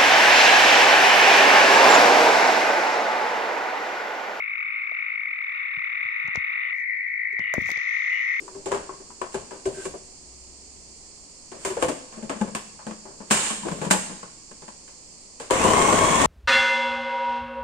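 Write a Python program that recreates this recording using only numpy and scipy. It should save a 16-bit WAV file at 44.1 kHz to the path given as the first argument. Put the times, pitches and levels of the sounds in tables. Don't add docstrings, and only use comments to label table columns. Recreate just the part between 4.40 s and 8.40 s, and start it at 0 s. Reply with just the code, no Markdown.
import sys
import numpy as np
from scipy import signal
from scipy.fft import rfft, irfft, next_fast_len
from scipy.io import wavfile

SR = 44100
rng = np.random.default_rng(int(sys.argv[2]) if len(sys.argv) > 2 else 0)


def wav_record(signal):
    frames = np.transpose(np.atleast_2d(signal))
    bounded = np.clip(frames, -1, 1)
    quanta = np.round(bounded * 32767).astype(np.int16)
    wavfile.write(sys.argv[1], SR, quanta)


N = 176400
T = np.arange(N) / SR
RATE_WOBBLE = .004


def toads():
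    # first pulse/s, f/Hz, sweep/(Hz/s), pulse narrowness, left lag/ms, echo/dB
    voices = [(.005, 2211, -30000, 6.2, 0.55, -27.5), (.0087, 2061.5, -26000, 2.6, .55, -14),
              (0.0032, 1990, -16000, 1.2, 0.52, 2)]
    # t/s, rate/Hz
    near_rate = [(0, 53.45), (.4, 52.8), (1.2, 52.7), (1.6, 53.15), (2, 53.1), (2.4, 53.4), (2.8, 53.1),
                 (3.2, 53.25), (3.6, 52.7), (4, 53)]
    # t/s, rate/Hz
    second_rate = [(0, 51.9), (1.2, 51.7), (2.35, 51.1), (2.9, 53.2), (3.3, 53), (3.6, 51), (4, 53)]
    # t/s, level/dB
    levels = [
        [(0, -34.5), (.6, -34), (1.3, -35.5), (2, -34), (2.6, -35.5), (3.3, -36), (4, -35)],
        [(0, -43), (.7, -40.5), (1.5, -38), (2.5, -37.5), (3.3, -34.5), (4, -30.5)],
        [(0, -53), (1.3, -41.5), (2.3, -35.5), (3.3, -35), (3.7, -30.5), (4, -34.5)],
    ]
    # f/Hz, gain/dB
    throat = [(2700, -0.5), (4100, -16), (4500, -5.5), (5000, -13.5)]
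    rates = [curve(near_rate), curve(second_rate), 54.4]
    out = 0
    for (first, hz, sweep, narrowness, lag_ms, echo_db), rate, level in zip(voices, rates, levels):
        rate = rate * (1 + RATE_WOBBLE * wobble(14))
        cycle = np.cumsum(rate) / SR - first * rate[0]
        voice = trill(cycle, rate, hz, sweep, narrowness, jitter=.0078, partials=[(1, .011), (2, -34)])
        out += place(voice * from_db(curve(level)), pan_db=5.5, lag_ms=lag_ms, echo_db=echo_db)
    return colour(out, throat)


def treefrogs():
    # start/s, end/s, first pulse rate/Hz, last pulse rate/Hz
    cues = [(-.0866, .76, 41, 41.6), (-.108, 1.02, 38.3, 38.4), (.958, 2.3, 36.95, 36.75),
            (1.0884, 2.337, 39.9, 35.9), (2.9637, 4.1, 37.8, 33.6), (3.184, 4.1, 40, 35.8)]
    # first level/dB, last level/dB, f/Hz, pan/dB, lift per partial above the second/dB
    voices = [(-36.5, -40.5, 1225, 2, -5.5), (-41.5, -38.5, 1200, 4, -3.5), (-36, -38, 1200, 1.5, 2),
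              (-37.5, -34.5, 1230, 3.5, 1.5), (-35.5, -32.5, 1210, 4, 3.5), (-38, -42, 1200, 2, 1.5)]
    # multiple, level/dB
    harmonics = [(1, -4), (2, 6), (3, -16), (4, -33.5), (5, -36.5)]
    # f/Hz, gain/dB
    throat = [(850, -15.5), (1100, -2.5), (1300, 2), (1700, 2.5), (2100, -1.5), (2450, -1.5), (2800, -5.5),
              (3150, -10), (3600, 1), (3900, -7), (4150, -22), (4480, -9.5), (4750, -15), (5250, -2.5),
              (5600, -9.5), (5950, -7.5), (6600, -14)]
    swell_s, release_s = .079, .015
    out = 0
    for (start, end, first_rate, last_rate), (first_db, last_db, hz, pan_db, lift) in zip(cues, voices):
        db = np.interp(T, [start, end], [first_db, last_db])
        rate = np.interp(T, [start, end], [first_rate, last_rate]) * (1 + RATE_WOBBLE * wobble(40))
        cycle = np.cumsum(rate * (T >= start)) / SR - min(start, 0) * first_rate
        envelope = np.clip((T - start) / swell_s, 0, 1) ** .5 * np.clip((end - T) / release_s, 0, 1)
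        partials = [(k, level + lift * max(k - 2, 0)) for k, level in harmonics]
        voice = trill(cycle, rate, hz, sweep=28400, narrowness=3.2, jitter=.019,
                      partials=partials, rasp=.24)
        out += place(voice * envelope * from_db(db), pan_db, lag_ms=.49, echo_db=-9)
    return colour(out, throat)


def bumps():
    # t/s, level/dB, f/Hz, ring Q, pan/dB
    hits = [(0.519, -30.5, 660, 4.7, 27.5), (1.372, -40, 161.3, 4.4, 53), (1.65, -50, 120.6, 3.2, 23.5),
            (1.845, -47.5, 141, 6.6, 18.5), (1.879, -36, 870, 9.3, 13), (1.883, -30.5, 176, 1.45, 37),
            (1.956, -11, 740, 0.84, 36), (1.974, -19, 126, 0.65, 28), (2.93, -42.5, 408, 14.6, 36),
            (2.993, -21, 800, 1.2, 35), (2.994, -29.5, 215, 3.5, 37), (3.01, -30.5, 180, 0.84, 30),
            (3.074, -45.5, 485, 6.8, 26), (3.139, -11.5, 1093, 1.9, -36), (3.14, -16, 600, 6.7, 6.5),
            (3.165, -30, 324, 2.2, 9.5), (3.181, -3.5, 249, 0.76, 21.5), (3.218, -24.5, 199.5, 1.4, 29.5),
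            (3.292, -18.5, 740, 2.8, 19), (3.3, -33.5, 256, 1.6, 9), (3.316, -28.5, 304, 1.4, 24),
            (3.377, -37, 600, 1.8, -0.5)]
    rub_db, rub_s, contact_speed = -21, .019, 1.81
    out = np.zeros((2, N))
    for start, db, hz, q, pan_db in hits:
        push = from_db(rub_db) * rng.standard_normal(N) * np.exp(-T / rub_s) * np.sqrt(hz / SR) * 2
        push[0] += 1
        w = 2 * np.pi * hz / SR
        decay, soft = np.exp(-w / (2 * q)), np.exp(-w * contact_speed)
        cushioned = signal.lfilter([(1 - soft) ** 2], [1, -2 * soft, soft * soft], push + 1e-18)
        thump = signal.lfilter([1, -1], [1, -2 * decay * np.cos(w), decay * decay], cushioned)
        out += pan(pan_db) * from_db(db) * np.interp(T - start, T, thump, left=0)
    return out


def casing_friction():
    # t/s, level/dB, low-pass f/Hz, pan/dB
    ticks = [(1.877, -32.5, 6100, 15), (1.949, -32, 6000, 22), (1.958, -17.5, 5800, 31),
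             (2.93, -39.5, 13850, -23), (2.993, -27.5, 6100, 32), (3.1388, -13, 14960, -36),
             (3.16, -41.5, 8000, -13), (3.259, -35, 13000, 10), (3.269, -34, 13000, -4),
             (3.304, -19, 11800, 26.5), (3.316, -18.5, 16000, 34.5), (3.374, -21, 6450, 37),
             (3.571, -43, 5940, 0.5)]
    # middle/s, half length/s, level/dB, pan/dB
    slides = [(2.393, 0.032, -58, -5.5), (3.209, 0.035, -49, 24), (3.284, 0.028, -42.5, 20)]
    # f/Hz, gain/dB
    casing = [(500, 1.5), (1500, -12.5), (4000, -5), (6300, 8.5), (8000, -8.5), (12000, -17), (15500, -7.5),
              (17000, -19.5)]
    tick_s, scuff_s, scuff_db, crackle_db = .00057, .017, -26, 5.5
    out = np.zeros((2, N))
    for start, db, top_hz, pan_db in ticks:
        age = np.abs(T - start)
        envelope = (T >= start) * (np.exp(-age / tick_s) + from_db(scuff_db) * np.exp(-age / scuff_s))
        lowpass = signal.butter(2, top_hz, fs=SR, output="sos")
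        out += pan(pan_db) * from_db(db) * signal.sosfilt(lowpass, envelope * rng.standard_normal(N))
    for middle, half, db, pan_db in slides:
        crackle = rms_one(from_db(crackle_db * wobble(450)))
        swell = np.exp(-((T - middle) / half) ** 2)
        out += pan(pan_db) * from_db(db) * swell * crackle * rng.standard_normal((2, N))
    return colour(out, casing)


def far_frog():
    # start/s, length/s, level/dB
    chirps = [(2.2, 0.11, -55.5), (2.99, .14, -51), (3.698, 0.12, -46.5)]
    pulses_per_s = 102
    out = 0
    for start, length, db in chirps:
        age = np.clip(T - start, 0, length)
        glide = 3013 + 690 * age
        voice = trill(T * pulses_per_s, pulses_per_s, glide, sweep=30000, narrowness=2.5,
                      jitter=.025, partials=[(.93, 0)], rasp=.5)
        arch = np.sqrt(np.abs(np.sin(np.pi * age / length)))
        out += from_db(db) * arch * voice
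    return place(out, pan_db=7.5, lag_ms=0, echo_db=-3)


def hand_rumble():
    # f/Hz, level/dB
    spectrum = [(25, -25), (80, 3), (180, 3), (400, -29), (1200, -29), (4000, -61.5)]
    # t/s, level/dB
    level = [(0, -76), (1.2, -85), (1.9, -76.5), (2.2, -84.5), (2.9, -74.5), (3.1, -73), (3.25, -55.5),
             (3.42, -80.5), (3.5, -95), (4, -111)]
    return pan(21.5) * noise(spectrum) * from_db(curve(level))


def hiss():
    # f/Hz, level/dB
    spectrum = [(1000, -36.5), (2800, 4), (4500, 1.5), (6200, 11), (7000, -3.5), (7900, -37),
                (13000, -55.5), (15300, -24.5), (17000, -37.5)]
    # t/s, level/dB
    level = [(0, -98), (3.1, -76.5), (3.2, -56), (3.32, -49.5), (3.6, -50.5), (4, -52)]
    return pan(27) * noise(spectrum) * from_db(curve(level))


def night_bed():
    # f/Hz, level/dB
    chorus = [(1000, -54), (1600, -36.5), (1800, -16.5), (1950, 2), (2250, 2), (2500, -11), (3100, -43),
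              (5000, -70)]
    # f/Hz, level/dB
    air = [(25, -28.5), (90, -8), (250, -12), (430, -5), (800, -4.5), (1400, 8.5), (2100, 8), (3100, -9),
           (4100, -10), (5250, -7.5), (6500, -17.5), (8000, -25), (10500, -15.5), (13000, -35),
           (16000, -32.5)]
    # f/Hz, level/dB
    high_tones = [(4480, -78), (5250, -79.5), (5950, -83)]
    waver_hz, flicker_db = 130, 4.5
    tones = np.zeros((2, N))
    for channel in tones:
        for hz, db in high_tones:
            gain = from_db(db + flicker_db * wobble(14))
            phase = 2 * np.pi * np.cumsum(hz + waver_hz * wobble(90)) / SR
            channel += gain * np.sin(phase)
    return from_db(-38.5) * pan(4.5) * noise(chorus) + from_db(-60) * noise(air) + tones


def trill(cycle, rate, hz, sweep, narrowness, jitter, partials, rasp=0):
    phase_spread_rad, level_spread_db = .56, 1.0
    pulse = np.round(cycle).astype(int)
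    detune, strength, onset_phase = rng.standard_normal((512, 3))[pulse % 512].T
    offset = cycle - pulse
    s = offset / rate
    phase = 2 * np.pi * (hz * (1 + jitter * detune) * s + sweep * s * s / 2)
    phase += rasp * wobble(700) + phase_spread_rad * onset_phase
    envelope = np.abs(np.cos(np.pi * offset)) ** narrowness * from_db(level_spread_db * strength)
    return rms_one(envelope * sum(from_db(db) * np.sin(k * phase) for k, db in partials))


def place(x, pan_db, lag_ms, echo_db):
    t60_s, echoes_per_s = .34, 1500
    late = np.interp(T - lag_ms / 1000, T, x)
    t = T[:SR // 2]
    echoes = rng.standard_normal((2, len(t))) * (rng.random((2, len(t))) < echoes_per_s / SR)
    echoes *= from_db(-60 * t / t60_s)
    wet = np.array([rms_one(signal.fftconvolve(x, side)[:N]) for side in echoes]) * x.std()
    return pan(pan_db) * np.array([late, x]) + from_db(echo_db) * pan(pan_db / 2) * wet


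def colour(x, spectrum):
    size = next_fast_len(2 * N)
    hz, db = np.transpose(spectrum)
    bin_hz = np.arange(size // 2 + 1) * SR / size
    log_gain = np.log(from_db(np.interp(np.log(bin_hz + 1), np.log(hz), db)))
    cepstrum = irfft(log_gain, size) * (1 + np.sign(size / 2 - np.arange(size)))
    cepstrum[0] /= 2
    return irfft(rfft(x, size) * np.exp(rfft(cepstrum)), size)[..., :N]


def noise(spectrum):
    return rms_one(colour(rng.standard_normal((2, N)), spectrum))


def wobble(per_s):
    return np.interp(T * per_s, np.arange(4096), rng.standard_normal(4096))


def pan(db):
    return rms_one(from_db([[db / 2], [-db / 2]]))


def curve(rows):
    return np.interp(T, *np.transpose(rows))


def from_db(db):
    return 10 ** (np.asarray(db) / 20)


def rms_one(x):
    return x / np.sqrt(np.mean(x ** 2) + 1e-20)


def scene():
    callers = toads() + treefrogs() + far_frog()
    handling = casing_friction() + bumps() + hand_rumble()
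    return callers + handling + night_bed() + hiss()


def record(dry):
    # f/Hz, gain/dB
    microphone = [(25, -18), (70, 7.5), (800, -2), (1100, 2), (1300, 0), (1650, 9), (1950, -1), (2200, 4),
                  (2600, 1), (3150, 6.5), (3700, 4.5), (5000, -3), (16000, 4)]
    lowpass = signal.ellip(10, .1, 80, 16000, fs=SR, output="sos")
    return signal.sosfilt(lowpass, colour(dry, microphone))


dry = scene()
out = record(dry)
wav_record(out)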